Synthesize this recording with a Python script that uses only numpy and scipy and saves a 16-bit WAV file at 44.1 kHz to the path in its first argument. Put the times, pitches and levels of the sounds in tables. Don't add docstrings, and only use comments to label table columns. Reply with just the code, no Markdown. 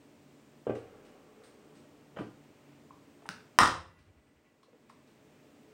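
import sys
import numpy as np
from scipy import signal
from scipy.fft import rfft, irfft
from scipy.io import wavfile
from scipy.ndimage import minimum_filter1d

SR = 44100
rng = np.random.default_rng(int(sys.argv[2]) if len(sys.argv) > 2 else 0)


def store_wav(level_fs):
    pcm = np.round(np.clip(np.atleast_2d(level_fs), -1, 1) * 32767)
    wavfile.write(sys.argv[1], SR, pcm.T.astype(np.int16))


N = 252693
T = np.arange(N) / SR
RING_T = T[:SR]

# (time [s], level [dB], contact length [s], tub ring relative to the blow [dB])
LANDINGS = [(3.5882, 14, 0.0028, -2), (3.6025, 5.5, 0.0088, -4), (3.6127, 10, 0.0033, -2.5),
            (3.6327, 6.5, 0.0034, 0.5), (3.658, 1.5, 0.0015, -0.5), (3.675, -2.5, 0.0015, -5)]
# (frequency [Hz], relative level [dB])
LANDING_COLOUR = [(40, -29), (200, -13), (650, -6), (850, -2), (1050, 5), (1600, 1), (2000, -8.5),
                  (3000, -14.5), (3700, -10.5), (4400, -14), (5200, -10.5), (6600, -21.5), (8800, -15.5),
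                  (11500, -37), (15000, -32.5)]
SNAP_S = 3.5878
SNAP_MODES = [(1120, 7, .0055), (2940, -3, .004), (4117, 1.5, 0.0033), (5180, 2.5, 0.0027),
              (8644, -1.5, .003), (14580, -12, .002)]
# (frequency [Hz], relative level [dB], time to fall 60 dB [s])
TUB_MODES = [(337, -7, .4), (404, -12.5, .3), (458.4, -4.5, 0.23), (530, -11, 0.54), (840, -10.5, .33),
             (954, -6.5, 0.18), (1001, -8, 0.3), (1103, -4, 0.19), (1118.5, 2, 0.33), (1218, -9.5, 0.37),
             (1326, -3.5, 0.35), (1380, -8, .27), (1417.4, 2.5, .28), (1447, -4.5, 0.38), (1555, -11, .28),
             (1690, -13.5, .23), (1834, -17, .3), (2040, -13, 0.33), (2670, -17, .35), (3600, -13, .38),
             (4070, -14.5, 0.25), (5060, -14.5, .27), (5340, -23.5, .36)]
CABINET_S = 3.603
CABINET_MODES = [(40.77, -29, .26), (50.1, -30, 0.21), (75.4, -35, 0.75), (109.3, -23, 0.37),
                 (162.5, -40, 0.94), (260.1, -22.5, .3)]


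def slam(tub_db=0.0, snap_rise_s=.001, snap_db=5, wet_db=0.06):
    force, snap, body = np.zeros((3, N))
    add(snap, SNAP_S, undb(snap_db) * ring(SNAP_MODES, snap_rise_s))
    for s, db, length, ring_db in LANDINGS:
        add(force, s, undb(db) * contact(length))
        tub_ring = unit(ring(TUB_MODES, scatter=0.96))
        add(body, s, undb(db + ring_db + tub_db) * tub_ring)
    add(body, CABINET_S, ring(CABINET_MODES, rise_s=0.0067))
    landing = through(force, colour(LANDING_COLOUR))
    return kitchen(snap + landing, wet_db) + body


# (time [s], level [dB], pitch [Hz], rattle relative to the blow, before a shared boost [dB])
BLOWS = [(0.668, -13, 458, -28), (.6755, -25.5, 628, -22), (0.6956, -8.5, 432, -27.5),
         (0.754, -37, 390, -5.5), (2.163, -46, 700, 3), (2.1688, -30.5, 548, -5.5), (2.187, -34, 1240, 0),
         (2.1919, -23, 185, -22.5), (2.2078, -20, 322, -26), (2.907, -39, 1047, -28), (3.22, -54, 700, 0),
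         (3.256, -40, 904, -5.5), (3.290, -33, 187, -16), (3.6112, -3, 190, -17.5),
         (4.632, -44.5, 1075, -15), (4.682, -44, 520, -19), (4.731, -43, 471, -17), (4.899, -41, 1057, -12)]
# (frequency [Hz], relative level [dB])
RATTLE_COLOUR = [(80, -8.5), (300, -0.5), (650, 2), (1250, 0.5), (2200, -8), (3100, -12.5), (4200, -28),
                 (9000, -40), (15000, -50.5)]
# (frequency [Hz], relative level [dB], time to fall 60 dB [s])
PANEL_MODES = [(42.3, -34.5, 2.5), (89, -11.5, 0.66), (116.5, -2, 0.36), (225.6, 2, .18),
               (304.4, 1.5, 0.31), (399, -1.5, 0.092), (433, -8, .28), (483, -14, 0.58), (541, -4, 0.24),
               (612, -5, 0.16), (697, -3, 0.12), (1186, -9, 0.15), (1566, -14, 0.24)]
MIDDLE_HZ, MIDDLE_DB = 420, -25
THUMP_T60_S, THUMP_T60_POWER, THUMP_DOUBLING_DB = .027, 0.47, 22
PANEL_DB, PANEL_DB_PER_OCTAVE, PANEL_DB_PER_DB = -25.5, -3, -0.1
REBOUND_S, REBOUND_DB, REBOUND_OCTAVES = .0145, -15, -0.018


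def knocks(rattle_s=0.012, rattle_db=18, spring_db=-5.0, spring_t60=6.3, lean_hz=75, wet_db=-4.5, count=3):
    thumps, panel, loose = np.zeros((3, N))
    panel_ring = ring(PANEL_MODES, rise_s=.004)
    for s, db, hz, loose_db in BLOWS:
        pitch_db = PANEL_DB_PER_OCTAVE * np.log2(hz / MIDDLE_HZ)
        strength_db = PANEL_DB_PER_DB * (db - MIDDLE_DB)
        add(panel, s, undb(db + PANEL_DB + pitch_db + strength_db) * panel_ring)
        softness = 2 ** ((MIDDLE_DB - db) / THUMP_DOUBLING_DB)
        for k in range(count):
            at = s + k * REBOUND_S
            blow_db = db + k * REBOUND_DB
            pitch = hz * 2 ** (k * REBOUND_OCTAVES)
            t60 = THUMP_T60_S * (MIDDLE_HZ / pitch) ** THUMP_T60_POWER * softness
            add(thumps, at, ring([(pitch, blow_db, t60)], rise_s=0.66 / pitch))
            add(loose, at, undb(blow_db + loose_db + rattle_db) * contact(rattle_s))
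    thumps = signal.sosfilt(signal.butter(2, lean_hz, "high", fs=SR, output="sos"), thumps)
    rattle = through(loose, colour(RATTLE_COLOUR))
    shiver = unit(rng.standard_normal(N) * undb(-60 * T / spring_t60))
    stretched = np.interp(T, [1.2, 2.2], [1, .15])
    springs = through(stretched * (rattle + undb(-11.5) * thumps), shiver)
    return kitchen(thumps + rattle, wet_db) + panel + undb(spring_db) * springs


# (time [s], level before a shared boost [dB], scrape length [s], ring frequency [Hz])
TICKS = [(0.752, -37, 0.033, 2800), (1.05, -41.5, 0.04, 2930), (1.436, -38, 0.044, 8580),
         (1.752, -42, 0.054, 8060), (2.192, -40.5, 0.046, 4580), (3.264, -46, 0.005, 8800),
         (3.2900, -20.5, .0012, 1499), (3.988, -41, 0.044, 4180), (4.63, -41, 0.013, 4100),
         (4.896, -38, .014, 2100), (5.075, -45.5, 0.037, 3980)]
# (frequency [Hz], relative level [dB])
TICK_COLOUR = [(60, -6.5), (300, -2), (900, -0.5), (1400, 5), (2200, 1), (5500, -2), (7000, -9), (9000, -5),
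               (11500, -31.5), (15000, -17.5)]
CLEAN_S, CLICK_RING_DB, CLICK_RING_DB_PER_S = 0.0027, -3.5, -170


def clicks(force_db=6, ring_t60=0.006, wet_db=-3.5):
    out, tone = np.zeros(N), colour(TICK_COLOUR)
    for s, db, length, hz in TICKS:
        stroke = np.exp(-length / CLEAN_S)
        force = np.sqrt(1 - stroke) * contact(length)
        force[0] += np.sqrt(stroke)
        add(out, s, undb(db + force_db) * through(force, tone))
        ring_db = db + force_db + CLICK_RING_DB + CLICK_RING_DB_PER_S * length
        own_ring = unit(ring([(hz, 0, ring_t60)]))
        add(out, s, undb(ring_db) * through(force, own_ring))
    return kitchen(out, wet_db)


# (frequency [Hz], relative level [dB], time to fall 60 dB [s])
RACK_MODES = [(1090, -69.5, 4), (1440, -61, 2.1), (1970, -64.5, 4.3), (2040, -65.5, 2.3), (2740, -67, 2.3),
              (9903, -77, 2.8)]
SWAY_START_S, SWAY_PERIOD_S = 3.752, 0.0968
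SWAY_DB, SWAY_DB_PER_S = -47.5, -30
JINGLE_DB, JINGLE_DB_PER_S = -65, -8


def sways(sway_s=0.091, boom_low_hz=68, boom_high_hz=105, wire_low_hz=1400, wire_high_hz=2600,
          flutter_db=4, song_db=-1, count=8):
    boom, shake, song = np.zeros((3, N))
    swell = np.hanning(int(sway_s * SR))
    for age in SWAY_PERIOD_S * np.arange(count):
        add(boom, SWAY_START_S + age, undb(SWAY_DB + SWAY_DB_PER_S * age) * swell)
        add(shake, SWAY_START_S + age, undb(JINGLE_DB + JINGLE_DB_PER_S * age) * swell)
    add(song, CABINET_S, ring(RACK_MODES, rise_s=0.01))
    rumble = boom * band_noise(boom_low_hz, boom_high_hz)
    jingle = shake * band_noise(wire_low_hz, wire_high_hz)
    return rumble + jingle + song * undb(song_db + flutter_db * walk(34))


# (start time [s], end time [s], level before the unevenness [dB])
RUBS = [(2.35, 2.851, -81), (4.4, 5.7, -79.5)]


def rustles(low_hz=1900, high_hz=2800, grain_db=3, stroke_db=3, strokes_per_s=8, ease_s=0.056):
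    pressure = np.zeros(N)
    for start, end, db in RUBS:
        pressure += undb(db) * np.clip(np.minimum(T - start, end - T) / ease_s, 0, 1)
    unevenness = undb(stroke_db * walk(strokes_per_s) + grain_db * walk(60))
    return pressure * unevenness * band_noise(low_hz, high_hz)


# (frequency [Hz], relative level [dB])
AIR_COLOUR = [(25, -22), (55, -18.5), (90, -6.5), (140, -7.5), (280, -1), (450, -7.5), (800, -13.5),
              (1500, -19.5), (2600, -21), (4000, -27), (8300, -30), (11200, -41), (15500, -33.5)]
AIR_DB = -60
# (frequency before drift [Hz], rms level before wavering [dB])
HUM_TONES = [(144, -71.5), (232, -73.5), (287, -70), (430.5, -73), (606, -77), (7133, -93.5), (8016, -93.5),
             (8301, -92)]


def background(air_db=-0.9, waver_db=4.0, drift_hz=3.3):
    air = through(rng.standard_normal(N), colour(AIR_COLOUR))
    hum = np.zeros(N)
    for hz, db in HUM_TONES:
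        level = np.sqrt(2) * undb(db + waver_db * walk(7))
        cycles = np.cumsum(hz + drift_hz * walk(14)) / SR
        hum += level * np.sin(2 * np.pi * cycles)
    return undb(AIR_DB + air_db) * air + hum


# (frequency [Hz], time to fall 60 dB [s])
ECHO_DECAY = [(60, 0.44), (250, 0.44), (1000, 0.38), (3000, 0.39), (8000, 0.34), (12000, 0.19),
              (16000, .28)]


def kitchen(x, wet_db, build_s=0.0052, bass_hz=130):
    noise = rfft(rng.standard_normal(len(RING_T)))
    hz = np.arange(len(noise)) * SR / len(RING_T)
    noise = noise * hz / np.hypot(hz, bass_hz)
    centres = [f for f, _ in ECHO_DECAY]
    tail = np.zeros(len(RING_T))
    for share, (_, t60) in zip(np.eye(len(ECHO_DECAY)), ECHO_DECAY):
        band = irfft(noise * on_log_axis(list(zip(centres, share)), hz))
        tail += band * undb(-60 * RING_T / t60)
    echoes = unit(tail * (1 - np.exp(-RING_T / build_s)))
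    return x + undb(wet_db) * through(x, echoes)


def undb(db):
    return np.exp(np.asarray(db) * np.log(10) / 20)


def unit(x):
    return x / np.sqrt(np.sum(x ** 2))


def on_log_axis(points, hz):
    at, value = np.transpose(points)
    return np.interp(np.log(np.maximum(hz, 1)), np.log(at), value)


def through(x, response):
    return signal.fftconvolve(x, response)[:N]


def add(track, s, sound):
    i = int(s * SR)
    track[i:i + len(sound)] += sound[:N - i]


def colour(points, size=4096):
    cepstrum = irfft(np.log(undb(on_log_axis(points, np.arange(size // 2 + 1) * SR / size))))
    cepstrum[1:size // 2] *= 2
    cepstrum[size // 2 + 1:] = 0
    return unit(irfft(np.exp(rfft(cepstrum))))


def fade(t60):
    return np.exp(-np.log(1000) * T[:int(t60 * SR * 3 / 2)] / t60)


def ring(modes, rise_s=1e-6, scatter=0):
    parts = [undb(db) * fade(t60) for _, db, t60 in modes]
    out = np.zeros(max(map(len, parts)))
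    for (hz, _, _), part in zip(modes, parts):
        cycles = hz * T[:len(part)] + scatter * rng.random()
        out[:len(part)] += part * np.sin(2 * np.pi * cycles)
    return out * -np.expm1(-T[:len(out)] / rise_s)


def contact(length, size=16384):
    return unit(rng.standard_normal(size) * np.exp(-np.minimum(T[:size] / length, 20)))


def walk(rate, size=1024):
    return np.interp(T * rate, np.arange(size), rng.standard_normal(size))


def band_noise(low_hz, high_hz):
    band = signal.butter(2, [low_hz, high_hz], "band", fs=SR, output="sos")
    noise = signal.sosfilt(band, rng.standard_normal(N))
    return noise / noise.std()


def scene():
    return (slam() + knocks() + clicks() + sways() + rustles() + background())[None]


def gain_control(x, ceiling_db=-2.14, hold_s=1.085, release_s=0.32):
    over_db = np.maximum(20 * np.log10(np.abs(x) + 1e-9) - ceiling_db, 0)
    half = int(hold_s * SR / 2)
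    held = -minimum_filter1d(-over_db, 2 * half + 1, origin=half, mode="constant")
    recovery = np.exp(-T / release_s)
    cut_db = np.maximum.accumulate(held / recovery) * recovery
    return x * undb(-cut_db)


TOP_HZ = 15900


def record(dry):
    rumble_cut = signal.butter(4, 34, "high", fs=SR, output="sos")
    x = gain_control(signal.sosfilt(rumble_cut, dry[0]))
    top_cut = signal.ellip(10, .2, 70, TOP_HZ, fs=SR, output="sos")
    return signal.sosfilt(top_cut, x)[None]


dry = scene()
out = record(dry)
store_wav(out)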